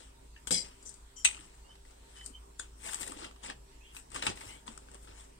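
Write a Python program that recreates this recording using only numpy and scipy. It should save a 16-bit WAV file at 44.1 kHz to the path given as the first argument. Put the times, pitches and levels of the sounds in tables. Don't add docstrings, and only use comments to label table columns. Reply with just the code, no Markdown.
import sys
import numpy as np
from scipy import signal
from scipy.fft import rfft, irfft, next_fast_len
from scipy.io import wavfile
from scipy.ndimage import uniform_filter1d

SR = 44100
rng = np.random.default_rng(int(sys.argv[2]) if len(sys.argv) > 2 else 0)


def transcribe(signal):
    frames = np.atleast_2d(signal).T
    limited = np.clip(frames, -1, 1)
    pcm = np.round(limited * 32767).astype(np.int16)
    wavfile.write(sys.argv[1], SR, pcm)


N = 238007

# pitch_hz, level_db (per Hz)
AIR_COLOUR = [(41, -41.5), (70, -8), (103, -16.5), (286, -17), (385, -20.5), (579, -19), (834, -23.5),
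              (913, -20.5), (1730, -27.5), (3110, -29), (6590, -30.5), (8280, -24), (9930, -36.5),
              (14600, -41), (16000, -40.5)]
AIR_DB = -61.5
# pitch_hz, likeness (-1 to 1)
AIR_LIKENESS = [(60, 0.82), (180, 1), (550, -0.64), (1650, -0.072), (4970, -0.061), (15000, -0.14)]
# pitch_hz, left_over_right_db
AIR_BALANCE = [(60, 0.8), (150, -0.5), (380, 0.5), (950, -3.5), (2380, -0.58), (5980, -0.5), (15000, 0)]

# time_s, firing_hz, level_db
ENGINE_PATH = [(0.0, 54.16, -57.5), (2.06, 54.2, -59), (2.34, 54.76, -58), (4.42, 53.4, -58),
               (5.28, 53.3, -57), (5.4, 52.8, -58)]
# pitch_hz, level_db
MACHINE_TONES = [(129.2, -77.5), (263.8, -79), (328.4, -84), (393.0, -75), (457.6, -83.5), (915.2, -82.5),
                 (985.1, -87)]

# start_s, length_s, first_hz, last_hz, level_db, peak_share (of the length before the loudest moment)
BIRD_CHIRPS = [(1.155, .075, 3120, 3116, -59, 0.43), (1.635, .05, 2780, 2890, -69, .5),
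               (1.684, .06, 3010, 3114, -60.5, .6), (2.155, .1, 3030, 3070, -57.5, .6),
               (2.329, 0.057, 3060, 3135, -56, 0.46), (3.801, 0.073, 2444, 3010, -65.5, 0.21)]
CHIRP_ENDS_DB = -10.5

# start_s, length_s, low_first_hz, low_last_hz, high_first_hz, high_last_hz,
# level_db, peak_share (of the length before the loudest moment), end_db (relative to the loudest moment)
SQUEAK_PAIRS = [(0.361, 0.034, 1676, 1860, 2760, 2840, -46, .02, -32),
                (0.849, .085, 6250, 5900, 7250, 7250, -46.5, 0.19, -19),
                (1.156, 0.1, 6000, 5300, 7250, 7100, -49, 0.15, -12),
                (1.18, 0.03, 2000, 1984, 10840, 10650, -61.5, 0.45, -9),
                (2.59, 0.077, 3520, 3180, 6800, 6880, -41, .02, -37),
                (3.828, 0.11, 2440, 2870, 3150, 3200, -60.5, 0.24, -3),
                (3.971, 0.064, 7990, 7850, 8200, 8300, -57.5, 0.22, -10),
                (4.474, 0.13, 2040, 2370, 2760, 3340, -51.5, 0.25, -16)]
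SQUEAK_START_DB = -11.5

# start_s, level_db, settled_pitch_hz, t60_s (time to fall 60 dB)
GROUND_THUMPS = [(0.507, -21, 460, 0.032), (.515, -32, 176, 0.16), (.53, -48, 341, 0.11),
                 (1.389, -51, 288, .1), (3.164, -36, 280, 0.043), (3.005, -42, 280, 0.038),
                 (3.22, -40, 306, 0.046), (2.251, -56, 370, 0.084), (0.519, -44, 116, 0.223),
                 (2.299, -43.5, 238, 0.088), (2.86, -41, 615, 0.13), (3.112, -33, 256, 0.037),
                 (4.158, -42, 460, .05), (4.17, -45, 250, 0.13), (4.29, -43, 330, .07),
                 (4.271, -38.5, 190.4, 0.17), (4.276, -42, 96, 0.23), (4.46, -47.5, 97, 0.18),
                 (4.683, -40, 217, 0.1), (5.091, -51, 77, 0.24)]

# start_s, crack_db, ring_over_crack_db, ring_hz, t60_s (time to fall 60 dB)
SHARP_KNOCKS = [(0.4714, -36.5, -1.5, 2970, 0.04), (0.5072, -33, 3.5, 3730, 0.02),
                (0.52, -42, -21, 4430, 0.011), (0.827, -52, -15, 4010, 0.02), (0.891, -43, -28, 920, 0.043),
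                (0.9407, -48, -29, 1000, 0.029), (1.246, -24, -15, 2600, 0.03),
                (1.249, -17, -11.5, 3100, 0.024), (1.274, -36, -2.5, 2700, .03),
                (1.288, -37.5, -3, 3500, .025), (1.3533, -58, -4, 2540, 0.022),
                (1.375, -58, 4.5, 1190, 0.018), (1.408, -55.5, 5.5, 3200, 0.013),
                (1.7544, -67, 11, 900, 0.03), (1.8505, -64.5, 3, 1950, 0.029),
                (1.9083, -56, -5.5, 1290, 0.022), (2.1846, -49, -11, 2990, 0.016),
                (2.21, -62, 8, 1850, 0.033), (2.2607, -35.5, -22, 3120, 0.033),
                (2.5963, -39.5, -3.5, 1497, 0.024), (2.891, -46.5, 4, 1660, 0.024),
                (2.9328, -32, -14, 1480, 0.012), (2.9443, -30, -14, 3700, 0.018),
                (3.03, -38, -3, 1920, 0.022), (3.0644, -42, -17, 1730, 0.019),
                (3.0761, -35.5, -14, 1850, 0.024), (3.12, -42.5, -1, 1160, 0.02),
                (3.2445, -44, 0, 1950, 0.022), (3.248, -54.5, 13, 2700, 0.023),
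                (3.3104, -62, 7, 1190, 0.037), (3.361, -68, 11.5, 1173, 0.027),
                (3.4994, -37.5, -0.5, 1720, 0.0069), (3.9469, -55.5, 3.5, 1200, 0.017),
                (3.9657, -48, 4.5, 2540, 0.017), (3.9974, -51, -7, 2660, 0.029),
                (4.103, -51.5, -20, 4000, 0.018), (4.117, -50, -5.5, 1150, 0.035),
                (4.145, -39, -4.5, 1240, 0.026), (4.1594, -42, 3.5, 1120, 0.031),
                (4.2238, -37, 6.5, 4150, 0.016), (4.2532, -42, -7, 2880, 0.036),
                (4.2667, -30, 4.5, 2410, 0.022), (4.372, -64, 10.5, 1980, .03),
                (4.4082, -52.5, 5.5, 2020, 0.056), (4.6786, -46, 10.5, 1030, 0.0095),
                (4.776, -41, -8.5, 1270, 0.017), (4.885, -65.5, 8.5, 1500, 0.021),
                (4.915, -51, -7, 918, 0.021), (4.945, -43.5, -10.5, 1595, 0.011),
                (4.9509, -57, 5, 1050, 0.026), (5.074, -65, 9.5, 1350, 0.047)]

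# pitch_hz, level_db (per Hz)
CRACK_COLOUR = [(2650, -28), (4500, -6), (4780, 0), (5190, -10.5), (6590, -5), (8250, 5.5), (8590, 2),
                (11000, -21), (14300, -59.5), (22000, -120)]
# pitch_hz, level_db (per Hz)
SCRAPE_COLOUR = [(470, -35), (800, 4.5), (1520, -2), (2270, -3), (2590, 2.5), (4320, -6), (5000, -3.5),
                 (6500, -18.5), (11000, -120)]
# pitch_hz, level_db (per Hz)
RUMBLE_COLOUR = [(47, -29), (80, -11), (161, -17), (199, -9), (244, -8), (594, -7.5), (900, -16),
                 (1170, -61), (1980, -120)]
# pitch_hz, level_db (per Hz)
FIZZ_COLOUR = [(6180, -29), (10500, -6), (13500, -7), (15300, -19.5), (16000, -16)]
# full_level_s, rise_s, hold_s, fall_s, hiss_db,
# scrape_over_hiss_db, rumble_over_hiss_db, fizz_over_hiss_db
GRIT_STROKES = [(0.001, .01, .005, 0.21, -60, 3, -4, -29),
                (0.473, 0.0049, .003, 0.05, -40, -16, -12.5, -16),
                (0.508, 0.0018, 0.0083, .17, -31, -19, -9.5, -21),
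                (0.646, 0.13, 0.013, 0.21, -66.5, 10.5, 5, -16),
                (0.864, 0.2, 0.027, 0.29, -59, -9, -7, -32), (1.271, .012, .002, 0.045, -45, -16, -11, -36),
                (1.315, .05, 0.022, 0.64, -59, 1, -5.5, -30), (1.858, .06, 0.053, 0.33, -71, 2, -4, -22),
                (2.184, 0.34, .01, 0.18, -63.5, 4, -8, -21),
                (2.267, 0.072, .003, 0.094, -51.5, -13, -8, -20),
                (2.597, 0.011, 0.0016, 0.017, -38.5, -27, -13.5, -33),
                (2.616, .02, .01, 0.12, -61.5, 3.5, -4.5, -20),
                (2.859, 0.099, 0.086, 0.17, -47.5, 0, -11, -15),
                (3.01, 0.056, .005, 0.14, -44, -3.5, -10, -10.5),
                (3.069, .06, 0.041, 0.19, -55.5, 2.5, 2.5, -11),
                (3.19, 0.12, 0.042, 0.046, -57, 7.5, 2.5, -29),
                (3.245, 0.082, .005, 0.1, -58, 10.5, 6.5, -17),
                (3.435, 0.021, 0.032, 0.078, -51, 2, -7, -29),
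                (3.499, 0.068, 0.0042, 0.054, -56, 13, 5.5, -38),
                (3.96, 0.066, 0.016, 0.076, -55, -2, -26, -7), (4.158, 0.057, .005, 0.14, -47, 4, 1.5, -19),
                (4.223, .01, .04, 0.035, -49, 7, 2, -18), (4.266, 0.0041, 0.0023, 0.069, -35, 3, -5.5, -32),
                (4.294, .03, 0.0045, 0.079, -49.5, 6, 6, -26),
                (4.361, 0.026, 0.15, 0.23, -57.5, 3, -2, -13),
                (4.672, .025, 0.01, 0.33, -58.5, 1.5, 2, -24),
                (4.947, 0.2, .005, 0.068, -63.5, -0.5, 4, -36.5),
                (5.045, 0.17, 0.0044, .1, -62.5, -2, -0.5, -13.5),
                (5.09, 0.058, 0.035, 0.12, -70, 9.5, 7.5, -23),
                (5.184, 0.096, .005, 0.23, -57, -2, -14, -25)]
FALL_STRETCH = [0.8, 0.91, 1.01, 0.73]
SWING_DB = 30

# pitch_hz, level_db, t60_s (time to fall 60 dB)
HOLDER_TONES = [(1405, -11.5, 0.036), (1997, -3, 0.031), (2100, -5.5, 0.036), (1020, -24, 0.015),
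                (2480, 1, 0.08), (2730, 24.5, 0.0054), (2840, 1, .035), (3110, 3, 0.03), (3390, 2, 0.022),
                (3746, 6.5, 0.017), (4330, 2, 0.018), (4750, -4.5, 0.025), (6000, -2.5, 0.055),
                (6510, -0.5, 0.039), (6580, -18, 0.056), (7900, -8, 0.086), (8180, -4, .04),
                (8470, 3, 0.056), (8200, -11, 0.047), (9470, 2, 0.0098)]
TOUCH_S, TOUCH_DB, BLOW_S, BLOW_DB = 1.248, -35, 1.25, -18.5
BOUNCE_GAP_S, BOUNCE_STRETCH = .007, 1.15
BOUNCE_DB, BOUNCE_FADE_DB_PER_S = -42.5, 130

# pitch_hz, level_db, t60_s (time to fall 60 dB)
CLAMP_TONES = [(1580, -32, 0.026), (2146, -7, 0.03), (2500, -4, 0.021), (3110, -4, 0.022),
               (3400, -14, 0.071), (4010, -9, 0.088), (4370, -10, 0.054), (4880, -3, 0.12),
               (5320, 1, 0.044), (5500, -11, 0.054), (5950, -9.5, 0.15), (6185, -10, 0.11),
               (7630, 0.5, 0.069), (7800, -24, 0.055), (8800, -20, 0.043), (9100, -12, 0.053),
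               (9600, -12, 0.081)]
RATTLE_S, RATTLE_DB, RATTLE_RISE_S, RATTLE_HOLD_S, RATTLE_FALL_S = .513, -41, .01, 0.039, 0.13
SETTLE_S, SETTLE_FALL_S = .62, 0.15

# pitch_hz, left_over_right_db
NEAR_BALANCE = [(100, 0), (400, -1), (700, 0), (1300, 5), (2400, 0), (4400, 4), (6500, 8), (8400, 13),
                (11000, 10), (15000, 9)]
# pitch_hz, share (0 to 1)
NEAR_STRAIGHT = [(100, 1), (500, .88), (1300, .8), (2500, .88), (4500, .6), (8000, .4)]
LAG_S = 25 / SR
EDGE_HZ = 15900


def amp(db):
    return 10 ** (np.asarray(db) / 20)


def evened(x):
    return x / np.sqrt(np.mean(x ** 2) + 1e-20)


def read(points, hz):
    f, value = np.transpose(points)
    return np.interp(np.log(hz + 1), np.log(f + 1), value)


def curves(rows):
    s, *columns = np.transpose(rows)
    t = np.arange(s[0], s[-1], 1 / SR)
    return t, [np.interp(t, s, c) for c in columns]


def add(mix, s, sound):
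    part = mix[round(s * SR):][:len(sound)]
    part += sound[:len(part)]


def colour(x, spectrum):
    hz = abs(np.fft.fftfreq(4096, 1 / SR))
    log_gain = np.log(amp(np.maximum(read(spectrum, hz), -80)))
    taps = np.fft.ifft(np.exp(np.conj(signal.hilbert(log_gain)))).real[:2048]
    return signal.oaconvolve(x, taps / np.linalg.norm(taps))[:len(x)]


def resonate(x, hz, width):
    turn = np.exp(2j * np.pi * np.cumsum(hz * np.ones(len(x))) / SR)
    r = np.exp(-np.pi * width / SR)
    return 2 * (turn * signal.lfilter([1 - r], [1, -r], x / turn + 1e-18)).real


def resonate_twice(x, hz, width):
    return resonate(resonate(x, hz, width), hz, width)


def ring(modes, strikes):
    t = np.arange(SR // 2) / SR
    contact = np.sin(np.pi / 2 * np.minimum(t / .0009, 1)) ** 2
    out = 0
    for hit, (hz, db, t60) in zip(strikes, modes):
        tone = contact * amp(db - 60 * t / t60) * np.sin(2 * np.pi * hz * t)
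        out = out + signal.oaconvolve(hit, tone)[:len(hit)]
    return out


def buzzed(x, rough, smooth_s):
    window = np.hanning(round(smooth_s * SR) + 3)
    shake = evened(signal.oaconvolve(rng.standard_normal(len(x)), window, "same"))
    return x * (np.sqrt(1 - rough ** 2) + rough * shake)


def swell(full_s, rise_s, hold_s, fall_s):
    t = np.arange(N) / SR - full_s
    under = np.maximum(np.maximum(-t / rise_s, (t - hold_s) / fall_s), 0)
    return amp(-SWING_DB * under)


def scatter(t60):
    t = np.arange(SR // 2) / SR
    present = rng.random((2, len(t))) < .1
    taps = rng.standard_normal((2, len(t))) * present * amp(-60 * t / t60)
    return taps / np.linalg.norm(taps, axis=1, keepdims=True)


def air():
    frames, hz = N // 256 + 5, np.fft.rfftfreq(1024, 1 / SR)
    a, b, c, d, patches = rng.standard_normal((frames, 513, 5)).T
    patches = uniform_filter1d(uniform_filter1d(patches, size=12, axis=0), size=14, axis=1)
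    same = read(AIR_LIKENESS, hz)[:, None]
    tilt = amp(read(AIR_BALANCE, hz)[:, None] / 2)
    left = a + 1j * b
    right = same * left + np.sqrt(1 - same ** 2) * (c + 1j * d)
    z = np.array([left * tilt, right / tilt])
    z *= amp(read(AIR_COLOUR, hz)[:, None] + 2.5 * evened(patches))
    return amp(AIR_DB) * evened(signal.istft(z, nperseg=1024, noverlap=768)[1][:, :N])


def engine():
    t, (hz, db) = curves(ENGINE_PATH)
    turns = np.cumsum(hz) / SR

    def waver():
        return amp(3.62 * evened(uniform_filter1d(rng.standard_normal(len(t)), size=2500)))

    rumble = evened(resonate_twice(rng.standard_normal(len(t)), 48, 26))
    firing = 1.34 * waver() * np.sin(2 * np.pi * turns)
    half_speed = 0.59 * waver() * np.sin(np.pi * turns)
    sound = amp(db) * (firing + half_speed + 0.24 * rumble)
    for tone_hz, tone_db in MACHINE_TONES:
        sound += np.sqrt(2) * amp(tone_db) * waver() * np.sin(2 * np.pi * tone_hz * t)
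    out = np.zeros(N)
    add(out, t[0], sound)
    return out


def bird():
    out = np.zeros(N)
    for s, length, first_hz, last_hz, db, top in BIRD_CHIRPS:
        t = np.arange(0, length, 1 / SR)
        hz = first_hz + (last_hz - first_hz) * t / length
        level_db = db + np.interp(t / length, [0, top, 1], [CHIRP_ENDS_DB, 0, CHIRP_ENDS_DB])
        turns = np.cumsum(hz) / SR
        breath = evened(resonate_twice(rng.standard_normal(len(t)), hz, 250))
        tone = np.sin(2 * np.pi * turns) + .13 * np.sin(4 * np.pi * turns) + .35 * breath
        trill = 1 + 0.36 * np.sin(2 * np.pi * 95 * t)
        add(out, s, np.sqrt(2) * amp(level_db) * tone * trill * signal.windows.tukey(len(t), .3))
    return out


def squeaks():
    out = np.zeros(N)
    for s, length, low_hz, low_end_hz, high_hz, high_end_hz, db, top, end_db in SQUEAK_PAIRS:
        u = np.arange(0, 1, 1 / (length * SR))
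        rub = rng.standard_normal(len(u))
        glides = (low_hz + (low_end_hz - low_hz) * u, high_hz + (high_end_hz - high_hz) * u)
        tones = sum(resonate_twice(rub, hz, .09 * hz[0]) for hz in glides)
        level_db = db + np.interp(u, [0, top, 1], [SQUEAK_START_DB, 0, end_db])
        add(out, s, amp(level_db) * evened(tones) * signal.windows.tukey(len(u), .2))
    return out


def thumps():
    out, t = np.zeros(N), np.arange(12000) / SR
    for s, db, hz, t60 in GROUND_THUMPS:
        turns = hz * (t + 0.0034 * (1 - np.exp(-t / 0.0286)))
        add(out, s, amp(db - 60 * t / t60) * np.sin(2 * np.pi * turns) * np.minimum(t / 0.0064, 1))
    return out


def knocks():
    crack, body, t = np.zeros(N), np.zeros(N), np.arange(8000) / SR
    for s, db, ring_db, hz, t60 in SHARP_KNOCKS:
        burst = rng.standard_normal(len(t)) * amp(db - 60 * t / t60) * np.minimum(t / .001, 1)
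        burst[20] = 4 * amp(db)
        add(crack, s, burst)
        ringing = 9 * resonate_twice(burst, hz, 420) + 1.3 * colour(burst, SCRAPE_COLOUR)
        add(body, s, amp(ring_db) * ringing)
    return colour(crack, CRACK_COLOUR) + amp(-25.5) * colour(crack, FIZZ_COLOUR) + body


def grit(count, per_s, spread_db, dust):
    present = rng.random(count) < per_s / SR
    size = amp(spread_db * np.minimum(rng.exponential(1, count), 5)) * present
    grains = evened(size * rng.choice([-1, 1], count))
    return evened(grains + dust * rng.standard_normal(count))


def pressure():
    step = 16
    t, power = np.arange(0, N + step, step) / SR, 0
    for s, rise_s, hold_s, fall_s, hiss_db, *over_db in GRIT_STROKES:
        fall = (t - s - hold_s) / (fall_s * np.array(FALL_STRETCH)[:, None])
        under = np.maximum(np.maximum((s - t) / rise_s, fall), 0)
        band_db = hiss_db + np.array([0] + over_db)[:, None]
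        power = power + amp(band_db - SWING_DB * under) ** 2
    return np.repeat(np.sqrt(power), step, axis=1)[:, :N]


def mottled(x, patchy_db):
    z = signal.stft(x, nperseg=256, noverlap=192)[2]
    patches = uniform_filter1d(rng.standard_normal(z.shape), size=3, axis=0)
    patches = evened(uniform_filter1d(patches, size=14, axis=1))
    return signal.istft(z * amp(patchy_db * patches), nperseg=256, noverlap=192)[1][:len(x)]


def drag():
    grains = grit(count=N, per_s=2000, spread_db=3.0, dust=0.853)
    clumps = amp(0.96 * evened(uniform_filter1d(rng.standard_normal((4, N)), size=600)))
    colours = (CRACK_COLOUR, SCRAPE_COLOUR, RUMBLE_COLOUR, FIZZ_COLOUR)
    bands = clumps * [colour(grains, spectrum) for spectrum in colours]
    return mottled((pressure() * bands).sum(0), patchy_db=3.0)


def holder():
    after = np.cumsum(BOUNCE_GAP_S * BOUNCE_STRETCH ** np.arange(10))
    blows = [(TOUCH_S, TOUCH_DB), (BLOW_S, BLOW_DB)]
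    blows += [(BLOW_S + s, BOUNCE_DB - BOUNCE_FADE_DB_PER_S * s) for s in after]
    strikes = np.zeros((len(HOLDER_TONES), 2 * SR))
    for s, db in blows:
        strikes[:, round(s * SR)] = 0.89 * amp(db) * rng.choice([-1, 1], len(HOLDER_TONES))
    return np.pad(buzzed(ring(HOLDER_TONES, strikes), rough=.5, smooth_s=.004), (0, N - 2 * SR))


def clamp():
    gain = amp(RATTLE_DB) * swell(RATTLE_S, RATTLE_RISE_S, RATTLE_HOLD_S, RATTLE_FALL_S)[:SR]
    moments = rng.random(SR) < 1500 / SR
    taps = moments * gain * rng.standard_normal((len(CLAMP_TONES), SR))
    rattle = buzzed(ring(CLAMP_TONES, taps), rough=0.31, smooth_s=0.0055)
    rest = swell(0, 1, SETTLE_S, SETTLE_FALL_S)
    return rest * np.pad(rattle, (0, N - SR))


def handling():
    return squeaks() + thumps() + knocks() + drag() + holder() + clamp()


def ports(x, far_side, yard_db):
    size = next_fast_len(N + SR)
    hz = np.fft.rfftfreq(size, 1 / SR)
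    same, tilt = read(NEAR_STRAIGHT, hz), amp(read(NEAR_BALANCE, hz) / 2)
    x = rfft(x, size)
    far_side = rfft(far_side, size) * rfft(scatter(0.063)[0], size)
    later = np.exp(-2j * np.pi * hz * LAG_S)
    right = (same * x + np.sqrt(1 - same ** 2) * far_side) * later
    echoes = np.pad(scatter(0.21), ((0, 0), (400, 0)))
    tail = amp(yard_db) * rfft(echoes, size) * x
    return irfft((np.array([x, right]) + tail) * [tilt, 1 / tilt], size)[:, :N]


def scene():
    song = bird()
    echo = signal.fftconvolve(song[None], scatter(0.11), axes=1)[:, :N]
    far_bird = amp([[-3.0], [1.5]]) * (song + amp(-1) * echo)
    near = ports(handling(), handling(), yard_db=-12.5)
    return air() + engine() + far_bird + near


def record(dry):
    u = dry / .95
    bent = .95 * np.tanh(u + u ** 3 / 3)
    band_limit = signal.firwin(511, EDGE_HZ, window=("kaiser", 9), fs=SR)
    return signal.oaconvolve(bent, band_limit[None], "same")


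dry = scene()
out = record(dry)
transcribe(out)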